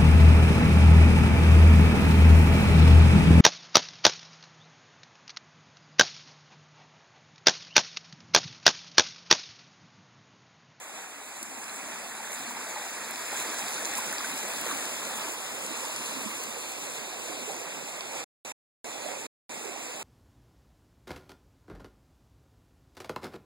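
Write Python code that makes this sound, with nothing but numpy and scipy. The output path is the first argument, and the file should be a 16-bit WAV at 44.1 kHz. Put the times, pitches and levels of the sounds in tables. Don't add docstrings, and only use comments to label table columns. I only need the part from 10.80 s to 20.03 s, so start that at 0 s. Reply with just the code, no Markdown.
import sys
import numpy as np
from scipy import signal
from scipy.fft import rfft, irfft, next_fast_len
from scipy.io import wavfile
from scipy.ndimage import uniform_filter1d, map_coordinates

SR = 44100
rng = np.random.default_rng(int(sys.argv[2]) if len(sys.argv) > 2 else 0)


def generate_wav(signal):
    frames = np.transpose(np.atleast_2d(signal))
    scaled = np.clip(frames, -1, 1) * 32767
    pcm = np.round(scaled).astype(np.int16)
    wavfile.write(sys.argv[1], SR, pcm)


N = 407043

# frequency in Hz, relative density in dB.
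WATER_SPECTRUM = [(60, -22.5), (145, -5), (180, -2.8), (220, -0.5), (380, -3.5), (620, -6), (830, -6),
                  (1250, -7.5), (2000, -5.7), (2600, -3.3), (3000, -10.5), (3500, -10), (4050, -13.3),
                  (4400, -15.3), (5300, -11.7), (6500, -5.6), (8300, -11), (11000, -19), (13200, -22),
                  (15400, -21)]
# centre in seconds, length in seconds, level in dB, pitch in Hz, width in octaves.
GULPS = [(.72, .06, -52, 260, 0.27), (1.235, 0.054, -46, 613, 0.33), (1.318, 0.022, -47.5, 1300, .4),
         (1.4, 0.023, -41.5, 810, 0.18), (1.71, .04, -56, 940, .12), (1.775, 0.033, -48, 960, 0.095),
         (1.975, .06, -47.5, 850, 0.15), (2.722, 0.21, -45.5, 273, 0.29), (3.047, 0.1, -46, 270, .4),
         (3.905, 0.079, -41, 1350, 0.78), (4.42, 0.087, -46, 1000, 0.65), (4.933, 0.07, -50, 262, 0.4),
         (5.41, .18, -43.5, 235, 0.37), (5.775, 0.049, -49, 520, .15), (6.534, .035, -45.5, 775, 0.18),
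         (6.704, 0.039, -45, 620, .4), (6.814, 0.15, -46.5, 500, .4), (7.344, .06, -44.5, 530, 0.25),
         (8.252, 0.22, -49, 560, 0.42), (8.88, 0.056, -45, 350, 0.43)]
# start in seconds, level in dB, starting pitch in Hz.
PLOPS = [(.887, -37, 2500), (.895, -35, 4100), (1.708, -32, 950), (1.768, -32, 990), (1.96, -31.5, 890),
         (2.527, -32, 810), (2.558, -36, 1620), (3.186, -26, 995), (3.3825, -28, 4820), (3.394, -32, 5000),
         (3.406, -32, 1200), (3.444, -28, 1530), (3.861, -29.5, 473), (4.905, -30, 258),
         (5.365, -28.5, 255), (5.459, -23.5, 212), (5.771, -33, 486), (6.678, -28, 428), (6.695, -29, 775),
         (7.362, -31, 6200), (8.26, -30, 600), (8.851, -31, 420)]
# start in seconds, droplet level in dB, median pitch in Hz, mean delay in ms.
SPRAY_TICKS = [(.2597, -36, 7800, 1), (.6283, -23.5, 8700, .9), (.6313, -28, 8300, .8),
               (.8415, -32, 7800, .7), (1.5188, -26.5, 10400, 1), (1.5298, -26.5, 8000, 1.3),
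               (2.3097, -24.5, 10500, 1), (2.3585, -30, 4600, 1.8), (2.785, -23.5, 8000, .6),
               (2.7919, -21.5, 8400, 1), (2.8825, -25.5, 7370, 1), (2.942, -23.5, 7400, 1),
               (3.0492, -20, 7500, .4), (3.0538, -19.5, 6800, 1), (3.137, -24, 10500, 1.5),
               (3.1528, -22, 7500, .4), (3.1706, -24.5, 7390, 1.5), (3.1808, -22, 8800, .9),
               (3.3265, -20.5, 9200, .9), (3.8123, -20, 11000, 1.2), (4.0535, -24, 7460, 1),
               (4.251, -24.5, 7600, 1), (4.864, -24.5, 7400, 1), (5.0517, -23.5, 7400, 1.3),
               (5.1614, -21, 7600, 1.2), (5.2605, -24, 7400, .8), (5.637, -22.5, 8500, 1),
               (7.2077, -27, 4400, .7)]
# centre in seconds, length in seconds, nominal rise in dB.
FLOW_SURGES = [(.19, 0.11, 4), (.95, 0.15, 0.1), (2.58, 0.066, 0), (3.9, 0.098, 1.5), (4.41, 0.095, 0.5),
               (5.3, 0.16, 0.9), (7.37, 0.084, 3.5), (8.28, 0.19, 1.6)]
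# centre in seconds, length in seconds, fizz rise in dB.
FOAM_COLLAPSES = [(.62, 0.076, 2), (1.54, 0.088, 3.5), (3.18, 0.026, 4)]
# time in seconds, nominal level in dB.
NEARNESS = [(0.0, -45.5), (0.2, -47), (0.24, -46.5), (1.15, -41), (1.26, -43), (1.64, -40.5), (2.43, -39),
            (2.57, -36), (4.5, -37.5), (4.58, -39.5), (5.05, -37.5), (6.32, -40.5), (6.51, -39.5),
            (7.28, -42)]
# time in seconds, gain in dB.
CHURN_DRIFT = [(0, 0.5), (1.2, 1), (2.4, -2.5), (4, 2.5), (5.5, -1), (7.4, 2), (8.3, -0.5), (9.2, 1)]
# time in seconds, gain in dB.
SPLASH_DRIFT = [(0, 0.2), (1.6, 1.5), (3, .3), (4.4, 0), (5.5, -0.45), (7.3, 1.8), (9.2, 1)]
# centre in seconds, length in seconds, gain in dB, band centre in Hz, width in octaves.
COLOUR_SWELLS = [(.5, 1.1, -3, 520, 0.22), (.5, 1.4, -3, 165, .25), (1, 1.2, 1, 670, 0.194),
                 (.6, 1.8, -1.5, 120, .4), (1.5, 1.5, 4.5, 215, 0.24), (2.8, 1.4, 0, 940, 0.16),
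                 (2.4, .9, 2, 300, 0.2), (5.4, 1.1, -4, 700, 0.27), (4.6, 0.71, 1, 1100, 0.56),
                 (5.36, .7, 3, 1100, 0.27), (7.2, 1.7, -7, 230, 0.16), (0.89, 0.82, 3, 8500, 0.22),
                 (4.003, 4, 2.5, 12100, 0.38), (8.26, 2.7, -2.5, 12500, .35)]
# time in seconds, lead of the left port in ms.
LEFT_LEAD = [(0, 0.091), (1, 0.073), (2, 0.039), (3, -0.039), (4, -0.11), (5, -0.18), (6, -0.24),
             (7, -0.25), (8.2, -0.3), (9.2, -0.26)]
# frequency in Hz, left minus right in dB.
PORT_TILT = [(100, 2.5), (420, 1.5), (680, 2.5), (1450, 3.5), (2200, -8.5), (3100, -0.5), (5600, -8),
             (6600, -6), (8300, 15), (9500, -8.5), (12500, -9.5)]
# frequency in Hz, left minus right in dB.
BALANCE = [(100, -0.8), (250, 0), (600, -1), (2000, -1.26), (12000, 0.1)]
# start in seconds, end in seconds.
DROPOUTS = [(7.441, 7.649), (7.72, 8.0438), (8.466, 8.6938)]

PORT_GAP_S, CROSSFEED_S, DROPOUT_FADE_S = .00029, 15 / SR, .001
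TOP_HZ = 15780
TIME_S = np.arange(N) / SR


def churn(level_db):
    glugs = swarm(count=300, lo_hz=176.5, hi_hz=352, cycles=31, spread_db=3.5, rise=.064, scatter_ms=.071)
    water = rush(direct=.55, patchy_db=2.5) + amp(-23) * glugs
    return amp(level_db - .6 + .14 * wobble(3)) * water_band(water, 15, 380)


def gurgle(level_db, hollow_db):
    bursts = swarm(count=1800, lo_hz=370, hi_hz=1150, cycles=28, spread_db=2.8, rise=.1, scatter_ms=.12)
    water = rush(direct=.76, patchy_db=.8) + amp(-16) * bursts
    low, high = water_band(water, 350, 640), water_band(water, 640, 1100)
    hollow = amp(hollow_db)
    blend = (hollow * low + high) / np.sqrt(1 + hollow ** 2)
    return amp(level_db - 1.5 + .42 * wobble(17)) * blend


def gulps():
    cloud = rush(direct=.7, patchy_db=2.5)
    return sum(amp(db) * swell(centre_s, length_s) * unit(bell_band(cloud, hz, octaves))
               for centre_s, length_s, db, hz, octaves in GULPS)


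def plops():
    start_s, db, hz = np.transpose(PLOPS)
    return bubbles(start_s, amp(db), hz, cycles=36 * (hz / 1000) ** .3, rise=.07, scatter_ms=.064)


def splash(level_db, away):
    rings = swarm(count=5000, lo_hz=1100, hi_hz=2800, cycles=22, spread_db=2.8, rise=.12, scatter_ms=.13)
    water = rush(direct=.58, patchy_db=.8) + amp(-14 - 8 * away) * prominence(level_db) * rings
    return amp(level_db - 1.1 + .6 * wobble(22)) * water_band(water, 890, 2640)


def patter(level_db):
    drops = swarm(count=6000, lo_hz=2700, hi_hz=6000, cycles=16, spread_db=3.2, rise=.15, scatter_ms=.15)
    water = rush(direct=.27, patchy_db=2.15) + amp(-17) * prominence(level_db) * drops
    return amp(level_db + .3 + .32 * wobble(25)) * water_band(water, 3150, 5100)


def fizz(level_db):
    pops = swarm(count=12000, lo_hz=5800, hi_hz=15000, cycles=10, spread_db=3.45, rise=.1, scatter_ms=.13)
    foam = rush(direct=.24, patchy_db=1.77) + amp(-8) * prominence(level_db) * pops
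    return amp(level_db - .96 + .75 * wobble(30)) * water_band(foam, 7040, 17000)


def spray():
    hit_s, db, median_hz, delay_ms = np.repeat(SPRAY_TICKS, 24, axis=0).T
    lateness = rng.exponential(size=len(hit_s))
    start_s = hit_s + delay_ms / 1000 * lateness
    hz = np.minimum(median_hz * 1.2 ** rng.standard_normal(len(hit_s)), TOP_HZ)
    return bubbles(start_s, amp(db - 1.5 * lateness), hz, cycles=7, rise=.15, scatter_ms=.08)


def pump(level_db):
    phase = 2 * np.pi * 120 * TIME_S
    hum = np.array([np.sin(phase + .35 * wobble(3)) * amp(2 * wobble(4)) for _ in range(2)])
    return amp(level_db + .8 * wobble(1.5)) * hum


def rush(direct, patchy_db):
    spectra = signal.stft(rng.standard_normal((3, N)), nperseg=512)[2]
    patches = uniform_filter1d(rng.standard_normal(spectra.shape[1:]), size=5, axis=0)
    patches = unit(uniform_filter1d(patches, size=7, axis=1))
    noise = signal.istft(spectra * amp(patchy_db * patches), nperseg=512)[1][:, :N]
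    shift = left_lead_s(TIME_S) * SR / 2
    straight = np.array([map_coordinates(noise[0], [np.arange(N) + sign * shift]) for sign in (1, -1)])
    coherence = lambda hz: np.sinc(2 * hz * PORT_GAP_S)
    mid, side = filtered(noise[1:], lambda hz: np.sqrt([(1 + coherence(hz)) / 2,
                                                        (1 - coherence(hz)) / 2]))
    diffuse = np.array([mid + side, mid - side])
    return unit(np.sqrt(direct) * straight + np.sqrt(1 - direct) * diffuse)


def bubbles(start_s, gain, hz, cycles, rise, scatter_ms):
    life_s = cycles / hz
    offsets = np.arange(int(life_s.max() * SR) + 16)
    lead_s = left_lead_s(start_s) + scatter_ms / 1000 * rng.standard_normal(len(start_s))
    indices = (np.round(start_s * SR).astype(int)[:, None] + offsets).ravel()
    ports = []
    for sign in (1, -1):
        age_s = np.maximum(offsets / SR - PORT_GAP_S / 2 + sign * lead_s[:, None] / 2, 0)
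        progress = age_s / life_s[:, None]
        turns = hz[:, None] * age_s * (1 + rise * progress / 2)
        envelope = np.exp(-np.log(1000) * progress) * (1 - np.exp(-2 * turns))
        rings = gain[:, None] * envelope * np.sin(2 * np.pi * turns)
        ports.append(np.bincount(indices, rings.ravel(), N)[:N])
    return np.array(ports)


def swarm(count, lo_hz, hi_hz, cycles, spread_db, rise, scatter_ms):
    when, pitch, strength = rng.random((count, 3)).T
    hz = lo_hz * (hi_hz / lo_hz) ** pitch
    gain = amp(-spread_db * np.log(1 - .99 * strength)) * hz / lo_hz
    return unit(bubbles(when * N / SR, gain, hz, cycles, rise, scatter_ms))


def prominence(level_db):
    return amp(.5 * (level_db - level_db.mean()))


def water_band(x, lo_hz, hi_hz):
    band = lambda hz: 1 / np.sqrt((1 + (lo_hz / (hz + 1)) ** 10) * (1 + (hz / hi_hz) ** 10))
    return unit(filtered(x, lambda hz: amp(at_hz(WATER_SPECTRUM, hz)) * band(hz)))


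def shift_colour(x):
    return x + sum((amp(db * swell(centre_s, length_s)) - 1) * bell_band(x, hz, octaves)
                   for centre_s, length_s, db, hz, octaves in COLOUR_SWELLS)


def left_lead_s(time_s):
    return np.interp(time_s, *np.transpose(LEFT_LEAD)) / 1000


def swell(centre_s, length_s):
    return .5 ** ((2 * (TIME_S - centre_s) / length_s) ** 2)


def swells_db(rows):
    return sum(db * swell(centre_s, length_s) for centre_s, length_s, db in rows)


def wobble(rate_hz):
    knots = rng.standard_normal(int(N * rate_hz / SR) + 4)
    return map_coordinates(knots, [TIME_S * rate_hz])


def bell_band(x, centre_hz, octaves):
    return filtered(x, lambda hz: np.exp(-.5 * (np.log2((hz + 1) / centre_hz) / octaves) ** 2))


def filtered(x, response):
    size = next_fast_len(N + 8192)
    return irfft(rfft(x, size) * response(np.fft.rfftfreq(size, 1 / SR)), size)[..., :N]


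def at_hz(rows, hz):
    knots_hz, values = np.transpose(rows)
    return np.interp(np.log(hz + 1), np.log(knots_hz + 1), values)


def per_sample(rows):
    return np.interp(TIME_S, *np.transpose(rows))


def stereo_gains(rows, hz):
    return amp(np.array([[.5], [-.5]]) * at_hz(rows, hz))


def amp(db):
    return 10 ** (np.asarray(db) / 20)


def unit(x):
    return x / np.sqrt(np.mean(x ** 2) + 1e-20)


def scene():
    near_db = per_sample(NEARNESS) + 40
    surge_db = swells_db(FLOW_SURGES)
    away = np.clip(-left_lead_s(TIME_S) / PORT_GAP_S, 0, 1) ** 2

    def level_db(base_db, slope, away_db, surge_share=1):
        return base_db + slope * (near_db + surge_share * surge_db) + away_db * away

    churn_db = level_db(-49, slope=.91, away_db=3) + per_sample(CHURN_DRIFT)
    gurgle_db = level_db(-48, slope=.79, away_db=4)
    hollow_db = level_db(-2.5, slope=.31, away_db=7)
    splash_db = level_db(-45.5, slope=.83, away_db=1) + per_sample(SPLASH_DRIFT)
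    patter_db = level_db(-48, slope=1.17, away_db=1)
    fizz_db = level_db(-44, slope=.9, away_db=.37, surge_share=.67) + swells_db(FOAM_COLLAPSES)
    pump_db = level_db(-62, slope=.97, away_db=1.2, surge_share=0)
    tub = churn(churn_db) + gurgle(gurgle_db, hollow_db) + gulps() + plops()
    overflow = splash(splash_db, away) + patter(patter_db) + fizz(fizz_db)
    return shift_colour(tub + overflow) + spray() + pump(pump_db)


def record(dry):
    tilt = lambda hz: stereo_gains(PORT_TILT, hz)
    ports = filtered(dry, lambda hz: tilt(hz) / np.sqrt(np.mean(tilt(hz) ** 2, axis=0)))
    wide = ports - filtered(ports[::-1], lambda hz: np.exp(-2j * np.pi * hz * CROSSFEED_S))
    wide = filtered(wide, lambda hz: stereo_gains(BALANCE, hz))
    for start_s, end_s in DROPOUTS:
        fade = np.exp(-np.maximum(TIME_S - start_s, 0) / DROPOUT_FADE_S)
        wide *= np.where(TIME_S < end_s, fade, 1)
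    return filtered(wide, lambda hz: np.clip((TOP_HZ - hz) / 100 + .5, 0, 1))


dry = scene()
out = record(dry)
generate_wav(out)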